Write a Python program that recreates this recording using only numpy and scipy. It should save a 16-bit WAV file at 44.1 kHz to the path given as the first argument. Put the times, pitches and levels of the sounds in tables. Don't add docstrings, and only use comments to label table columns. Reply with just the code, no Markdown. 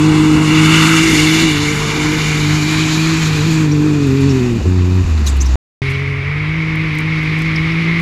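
import sys
import numpy as np
from scipy import signal
from scipy.fft import rfft, irfft, next_fast_len
from scipy.io import wavfile
from scipy.ndimage import uniform_filter1d, minimum_filter1d, map_coordinates

SR = 44100
rng = np.random.default_rng(int(sys.argv[2]) if len(sys.argv) > 2 else 0)


def voltage_ratio(decibels):
    exponent = np.asarray(decibels, float) / 20
    return 10 ** exponent


def to_wav(s):
    ch = np.atleast_2d(s).T
    pcm = np.round(np.clip(ch, -1, 1) * 32767)
    wavfile.write(sys.argv[1], SR, pcm.astype(np.int16))


N = 353241
FFT_SIZE = next_fast_len(N)
TIME = np.arange(N) / SR
# (start [s], end [s])
CUT_S = (5.5565, 5.8183)
# (low edge [Hz], high edge [Hz])
LAYER_EDGES_HZ = [(20, 45), (600, 1700), (1700, 3200), (3200, 5200), (5200, 15000)]


def in_time(rows):
    s, *columns = np.transpose(rows)
    return [np.interp(TIME, s, column) for column in columns]


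def bell(s, length, order=2):
    return np.exp(-((TIME - s) / length) ** order)


def rms_one(x):
    return x / np.sqrt(np.mean(x ** 2) + 1e-20)


def drift(rate):
    r = np.exp(-80 * np.pi * rate / SR)
    noise = rng.standard_normal(N // 40 + 2002)
    slow = signal.lfilter([1], [1, -2 * r, r * r], noise)[2000:]
    return np.interp(np.arange(N) / 40, np.arange(len(slow)), rms_one(slow))


def coloured(slope, peaks=()):
    hz = np.fft.rfftfreq(FFT_SIZE, 1 / SR) + 1e-3
    slope_hz, slope_db = np.transpose(slope)
    level_db = np.interp(np.log(hz), np.log(slope_hz), slope_db, left=-90, right=-90)
    for centre_hz, width_hz, lift_db in peaks:
        level_db = level_db + lift_db / (1 + (2 * (hz - centre_hz) / width_hz) ** 2)
    return hz, voltage_ratio(level_db) * rfft(rng.standard_normal(FFT_SIZE))


def as_sound(spectrum):
    return irfft(spectrum, FFT_SIZE)[:N]


def band_db(hz, spectrum, low, high):
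    inside = (hz > low) & (hz < high)
    return 10 * np.log10(2 * np.sum(np.abs(spectrum[inside]) ** 2) / FFT_SIZE ** 2)


def burst(length):
    t = np.arange(round(4 * length * SR)) / (length * SR)
    shape = 3.02 * (1 - np.exp(-t / 0.35)) * np.exp(-2.0 * t ** 2)
    return rng.standard_normal(SR)[:len(t)], shape


def add(out, s, sound):
    at = round(s * SR)
    out[at:at + len(sound)] += sound[:N - at]


def flutter(level_db):
    # (frequency [Hz], level [dB per Hz])
    gas_slope = [(40, -25), (80, -9.5), (150, -2.5), (300, -3), (450, -10.5), (560, -20.5), (900, -47)]
    _, spectrum = coloured(gas_slope)
    return voltage_ratio(level_db + 0.67 * drift(9.6)) * rms_one(as_sound(spectrum))


def engine():
    # (time [s], firing rate [Hz], boom [dB], bark [dB])
    spinning = [(0, 154, -13.5, -11), (.43, 155.4, -15.5, -11), (.78, 160, -11, -13.5),
                (1.07, 160, -20.5, -13.5), (1.19, 151.5, -16, -13), (1.44, 163, -18.5, -14),
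                (1.57, 145.6, -19.5, -18), (1.97, 151.3, -21.5, -18.5), (2.17, 155, -19, -18),
                (2.46, 150, -14, -19), (2.7, 154.7, -17, -19.5), (3.19, 161, -16, -17),
                (3.41, 150.4, -14.5, -11.5), (3.48, 160.6, -14.5, -18), (3.74, 149, -15, -15),
                (3.96, 148.7, -16.5, -14.5), (4.11, 134, -16.5, -15.5), (4.28, 140.7, -13, -13.5)]
    # (time [s], firing rate [Hz], boom [dB], bark [dB])
    coasting = [
        (4.382, 126.8, -16.5, -16),
        (4.58, 112.2, -18.5, -21),
        (4.625, 62, -12, -36),
        (4.672, 89.4, -10.5, -20),
        (5.015, 92.13, -11.5, -22),
        (5.035, 90.3, -15.5, -40),
        (5.11, 78.8, -12, -36.5),
        (5.342, 67.76, -11.5, -37),
        (5.55, 62.8, -10, -29.5),
    ]
    # (time [s], firing rate [Hz], boom [dB], bark [dB])
    climbing = [(5.82, 133.7, -17.5, -23), (6.09, 138.9, -20.5, -25), (6.229, 138.6, -20, -27),
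                (6.519, 159.5, -18, -26.5), (6.99, 155.1, -18, -28), (7.15, 159.4, -16, -27),
                (7.25, 156.6, -18, -29), (7.7, 162, -17, -27.5), (8.01, 167.3, -15.5, -29)]
    # (time [s], length [s], depth [dB])
    second_fades = [(0.44, .06, 3.5), (1.852, 0.11, 14), (2.29, 0.14, 10), (3.3, 0.12, 12.5),
                    (3.435, 0.027, 13.5), (6.0, 0.52, 11), (6.284, 0.054, 40)]
    # (time
    # [s], length [s], depth [dB])
    third_fades = [(2.0, 0.44, -6), (2.8, .3, 8), (5.15, 0.14, -9), (7.4, 1, -7.5)]
    # (time [s], length [s], flutter [dB])
    ragged = [
        (1.128, 0.042, 7),
        (2.007, 0.39, 7),
        (5.3, .25, 3),
        (6.9, 1.14, -3),
    ]
    # (thirds of the firing rate [count], level under the main tones [dB])
    uneven = [(1, -26.5), (4, -22.5), (5, -22.5), (7, -22.5), (8, -28)]
    # (start [s], end [s])
    stumble_s = (4.59, 4.668)
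    muffler_cut_hz, cut_steepness, order_fall_db = 401, 25.8, 2.5
    upright_hz, lean_per_hz = 122, 0.018
    intake_hz, intake_width_hz = 93.3, 9.7
    missed = 0.45

    firing_hz, boom_db, bark_db = in_time(spinning + coasting + climbing)
    wobble = 1 + 0.01007 * drift(20.9) + 0.00499 * drift(5.93)
    phase = 2 * np.pi * np.cumsum(firing_hz * wobble) / SR

    levels_db = [boom_db]
    for order in range(2, 6):
        muffled_db = 10 * np.log10(1 + (order * firing_hz / muffler_cut_hz) ** cut_steepness)
        levels_db.append(bark_db - order_fall_db * (order - 2) - muffled_db)
    for k, fades in [(1, second_fades), (2, third_fades)]:
        levels_db[k] = levels_db[k] - sum(db * bell(s, length, order=4) for s, length, db in fades)

    tone = np.zeros(N)
    for k, db in enumerate(levels_db):
        lean = lean_per_hz * (firing_hz - upright_hz) * k
        tone -= voltage_ratio(db + 0.87 * drift(12.3)) * np.cos((k + 1) * phase + lean)

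    off_tune = (2 * firing_hz / 3 - intake_hz) / intake_width_hz * 2
    intake_db = boom_db - 5.5 - 10 * np.log10(1 + off_tune ** 2) + 0.6 * drift(5)
    tone += voltage_ratio(intake_db) * np.cos(2 * phase / 3 + 0.58 * drift(5.8))

    mean_db = uniform_filter1d(0.42 * boom_db + 0.44 * levels_db[1], size=35000)
    ragged_db = sum(db * bell(s, length) for s, length, db in ragged)
    for thirds, under_db in uneven:
        level_db = mean_db + under_db + 0.7 * ragged_db + 3.3 * drift(5)
        tone += voltage_ratio(level_db) * np.cos(thirds * phase / 3 + 1.26 * drift(2.2))

    start, end = stumble_s
    firing = np.clip(np.maximum(start - TIME, TIME - end) / 0.014 + 1, 1 - missed, 1)
    return np.sqrt(2) * firing * tone + flutter(mean_db - 12.5 + ragged_db), phase


def rumble():
    # (frequency [Hz], level [dB per Hz])
    rut_slope = [(12, -23), (25, -9.5), (40, -2.5), (65, -0.5), (110, -2), (200, -31), (400, -38)]
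    level_db = -39 + drift(4.3) + 0.7 * drift(7.3)
    hz, spectrum = coloured(rut_slope)
    return as_sound(spectrum) * voltage_ratio(level_db - band_db(hz, spectrum, *LAYER_EDGES_HZ[0]))


def layers(shares):
    # (time [s], spray [dB], exhaust share [dB])
    near_spray = [(0, -31.5, 8), (.4, -32, 9), (.72, -23.5, 2), (1.1, -21.5, -3.5), (1.43, -23.5, -1),
                  (1.6, -27.5, 0.5), (2.05, -28, 5), (2.22, -26.5, -2.5), (2.45, -28, 1), (2.8, -28, 2.5),
                  (3.3, -28.5, -0.5), (3.55, -30, 0.5), (3.72, -38, 4.5), (4.2, -36.5, 2.5),
                  (4.38, -35.5, 5.5), (4.52, -39.5, 3.5), (4.75, -42, 4.5), (5.55, -39.5, 6)]
    # (time [s], spray [dB], exhaust share [dB])
    far_spray = [(5.82, -36, -5), (5.95, -37.5, -0.5), (6.05, -42.5, -1.5), (6.3, -43, 3), (6.6, -40, 3),
                 (7.0, -38.5, 1.5), (7.35, -36.5, 0), (7.8, -35.5, 1.5), (8.01, -35, 2)]
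    usual_db = -33
    spray_db, exhaust_db = in_time(near_spray + far_spray)
    levels_db = []
    for over_db, swing, exhaust in shares:
        levels_db.append(usual_db + over_db + swing * (spray_db - usual_db) + exhaust * exhaust_db)
    return levels_db


def hiss(slope, peaks, layers_db, phase, patchy_db, pulsing):
    hz, spectrum = coloured(slope, peaks)
    gains_db = [db - band_db(hz, spectrum, *edge) for db, edge in zip(layers_db, LAYER_EDGES_HZ[1:])]
    centres = np.log2([1050, 2400, 4100, 7000])
    together = drift(21)
    out = np.zeros(N)
    for octave in np.arange(9, 14.1, 0.5):
        window = np.cos(np.pi / 2 * np.clip(2 * (np.log2(hz) - octave), -1, 1)) ** 2
        gain_db = sum(np.interp(octave, centres, share) * db for share, db in zip(np.eye(4), gains_db))
        flicker_db = patchy_db * (0.63 * together + drift(8.6))
        out += voltage_ratio(gain_db + flicker_db) * as_sound(window * spectrum)
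    return out * (1 + pulsing * np.cos(phase - 1.5))


def bounce(x):
    # (time [s], delay [ms], strength [0-1])
    path = [(.3, 1.43, 0.88), (1.4, 1.4, 0.77), (2.4, 1.36, 0.53), (3.1, 1.23, 0.03), (4.4, 1.07, 0.44)]
    # (low edge [Hz], high edge [Hz])
    band_hz = (1830, 3600)
    delay_ms, strength = in_time(path)
    band = signal.sosfiltfilt(signal.butter(2, band_hz, "band", fs=SR, output="sos"), x)
    late = map_coordinates(band, [np.arange(N) - delay_ms * SR / 1000], order=3)
    return (x + strength * late) / np.sqrt(1 + 0.25 * strength ** 2)


def resonance(x, centre_hz, gain, width_hz):
    out, state = np.zeros(N), np.zeros(2)
    r = np.exp(-np.pi * width_hz / SR)
    b = [(1 - r * r) / 2, 0, (r * r - 1) / 2]
    for i in range(0, round(CUT_S[1] * SR), 512):
        a = [1, -2 * r * np.cos(2 * np.pi * centre_hz[i] / SR), r * r]
        out[i:i + 512], state = signal.lfilter(b, a, x[i:i + 512], zi=state)
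    return x + np.maximum(gain, -1) * out


def near_hiss(phase):
    # (frequency [Hz], level [dB per Hz])
    slope = [(400, -52.5), (650, -11.5), (1000, -4), (1500, -6.5), (2400, -10.5), (3300, -12.5),
             (5500, -17), (7200, -21), (8500, -21), (12400, -28), (13200, -33), (15500, -39.5),
             (15700, -74.5)]
    # (centre [Hz], width [Hz], lift [dB])
    peaks = [(2430, 340, 8), (4470, 210, 2.5), (7000, 1540, 9.5)]
    # (level over spray [dB], share of its swing [ratio], share of exhaust [ratio])
    shares = [(0, 0.77, 0.78), (2, 1.16, 0.23), (0.3, 0.88, 0.01), (-1.5, 1.09, 0.083)]
    # (time [s], length [s], centre [Hz], width
    # [Hz], swell [gain])
    swells = [(.1, 0.22, 1000, 380, .5), (0.79, 0.21, 1300, 260, 2), (0.62, 0.27, 2850, 450, 1.46),
              (1.4, 0.18, 2850, 260, .6), (1.9, 1.1, 2545, 140, -0.4), (.6, 0.55, 3400, 150, -.5),
              (1.0, 0.86, 3550, 250, .5), (1.5, 0.18, 3900, 300, .7), (2.9, 0.62, 4000, 400, 0.74),
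              (2.3, 1.8, 2019, 500, .5), (4.67, 0.67, 2400, 250, .55)]
    # (time [s], lower [Hz], its
    # depth [0-1], upper [Hz], its depth [0-1])
    gaps = [(1, 8000, 0.06, 10600, 0.06), (2.2, 8240, .95, 10250, 0.4), (3.6, 8600, 0.7, 10410, .9)]
    near = bounce(hiss(slope, peaks, layers(shares), phase, patchy_db=1.03, pulsing=0.077))
    for s, length, centre_hz, width_hz, swell in swells:
        near = resonance(near, np.full(N, centre_hz), swell * bell(s, length), width_hz)
    lower_hz, lower_depth, upper_hz, upper_depth = in_time(gaps)
    near = resonance(near, lower_hz, -lower_depth, width_hz=1200)
    return resonance(near, upper_hz, -upper_depth, width_hz=1230)


def still_air():
    # (frequency [Hz], level [dB per Hz])
    floor_slope = [(250, -2), (450, 3.5), (800, 1), (1500, -16.5), (6000, -41), (15500, -32.5),
                   (15700, -72)]
    _, spectrum = coloured(floor_slope)
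    return voltage_ratio(-42.5) * rms_one(as_sound(spectrum))


def thuds():
    # (time [s], level [dB], length [s], top [Hz])
    bumps = [
        (0.363, -20.5, .05, 248),
        (1.129, -24, 0.047, 257),
        (1.44, -21, 0.064, 300.3),
        (3.35, -25, .08, 102),
        (4.61, -24, 0.02, 400),
        (4.66, -21, 0.0148, 447),
        (5.048, -18, 0.034, 119.7),
    ]
    out = np.zeros(N)
    for s, db, length, top_hz in bumps:
        noise, shape = burst(length)
        low = signal.sosfilt(signal.butter(3, [30, top_hz], "band", fs=SR, output="sos"), noise)
        add(out, s - length / 2, voltage_ratio(db) * shape * rms_one(low))
    return out


def scuffs():
    # (time [s], level [dB], length [s], lowest [Hz])
    ticks = [(.95, -31, .04, 6000), (1.09, -32, .04, 6000), (4.066, -38.5, .012, 8000),
             (4.2, -41, .03, 5000), (4.36, -63.5, 0.041, 4030), (5.19, -49, .006, 4510),
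             (5.239, -48.5, 0.012, 3500), (5.258, -31, 0.042, 3507), (5.263, -29, .02, 10500),
             (5.29, -36, .015, 6000), (5.363, -38.5, .015, 5010), (5.405, -38, 0.034, 9500),
             (5.457, -39, .015, 7000), (5.891, -42.5, 0.037, 6080), (6.755, -38, .004, 6010),
             (6.95, -41, 0.0062, 8000), (6.983, -34.5, 0.01, 3490), (7, -40.5, 0.013, 7945),
             (7.232, -42.5, 0.0063, 8890), (7.388, -36, 0.0052, 5960), (7.42, -29.5, 0.003, 5533),
             (7.446, -50, .006, 6000), (7.558, -41, 0.0077, 800), (7.83, -49, .004, 7010),
             (7.997, -39, .008, 2994)]
    out = np.zeros(N)
    for s, db, length, low_hz in ticks:
        noise, shape = burst(length)
        bright = signal.lfilter(*signal.butter(2, [low_hz, 15500], "band", fs=SR), noise)
        add(out, s, voltage_ratio(db) * shape * bright)
    return 1.46 * signal.lfilter(*signal.butter(1, 7000, fs=SR), out)


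def squeaks():
    # (time [s], level [dB], start [Hz], end [Hz], length [s])
    rubs = [(3.71, -32, 5720, 5700, 0.024), (4.287, -35, 5400, 5514, 0.044),
            (5.176, -38, 3968, 4047, 0.011), (5.261, -26.5, 5800, 7650, 0.043),
            (5.267, -27, 4120, 3550, 0.021), (5.289, -39, 5020, 4750, 0.018),
            (5.403, -24.5, 5880, 6550, .025), (5.414, -33, 7200, 7590, 0.019),
            (5.455, -30, 5800, 5500, 0.02), (7.557, -30.5, 5200, 5020, 0.012),
            (7.718, -34, 5305, 5104, 0.011)]
    out = np.zeros(N)
    for s, db, start_hz, end_hz, length in rubs:
        noise, shape = burst(length)
        width_hz = 600 + 0.58 * abs(end_hz - start_hz)
        rough = 0.84 + rms_one(signal.lfilter(*signal.butter(2, width_hz / 2, fs=SR), noise))
        progress = np.minimum(np.arange(len(noise)) / (length * SR), 1.05)
        glide_hz = start_hz + (end_hz - start_hz) * progress
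        add(out, s, voltage_ratio(db) * shape * rough * np.sin(2 * np.pi * np.cumsum(glide_hz) / SR))
    return out


def far_hiss(phase):
    # (frequency [Hz], level [dB per Hz])
    slope = [(400, -24), (650, -34.5), (1150, -18), (1550, -19.5), (2200, -5), (3000, -16.5), (5000, -22.5),
             (8000, -39.5), (12500, -46.5), (13500, -66.5), (15500, -64), (15700, -90)]
    # (centre [Hz], width [Hz], lift [dB])
    peaks = [(1070, 120, 0.98), (2170, 350, 3.5), (3880, 530, 2.93)]
    # (level over spray [dB], share of its swing [ratio], share of exhaust [ratio])
    shares = [(3.5, 0.53, 0.49), (12, 0.56, .3), (-0.7, 1, 0.073), (-10.5, 0.81, -.5)]
    return hiss(slope, peaks, layers(shares), phase, patchy_db=0.58, pulsing=0.064)


def scene():
    tone, phase = engine()
    steady = tone + rumble() + still_air()
    spray = np.where(TIME < CUT_S[1], near_hiss(phase), far_hiss(phase))
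    return (steady + spray + thuds() + scuffs() + squeaks())[None]


def starved(x):
    hz, _, frames = signal.stft(x, SR, nperseg=2048, noverlap=1024)
    power = np.abs(frames[:1024].reshape(128, 8, -1)) ** 2
    level_db = 10 * np.log10(power.sum(axis=1) + 1e-14)
    centre_hz = hz[4:1024:8, None]
    around_db = uniform_filter1d(level_db, size=11, axis=0)
    masked = (level_db < around_db - 6.5) & (centre_hz > 4500)

    treble_db = 10 * np.log10(power[29:70].sum(axis=(0, 1)) + 1e-14)
    chance = uniform_filter1d(rng.standard_normal(level_db.shape), size=4, axis=0)
    chance = rms_one(uniform_filter1d(chance, size=4, axis=1))
    crowded = np.clip((minimum_filter1d(treble_db, size=7) + 38) / 6, -0.5, 1.1)
    patches = (chance < crowded) & (centre_hz > 12900 + 250 * chance)

    frames[:1024] *= np.repeat(~(masked | patches), 8, axis=0)
    return signal.istft(frames, SR, nperseg=2048, noverlap=1024)[1][:N]


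def roll_off(x):
    return signal.sosfilt(signal.butter(12, 15630, fs=SR, output="sos"), x)


def record(dry):
    thinned = starved(np.clip(dry[0], -0.99, 0.99))
    outside_s = np.maximum(CUT_S[0] - TIME, TIME - CUT_S[1])
    fade = np.clip(outside_s / 0.0003 + 0.5, 0, 1)
    mix = thinned[None] * np.sin(np.pi / 2 * fade) ** 2
    return roll_off(mix)


dry = scene()
out = record(dry)
to_wav(out)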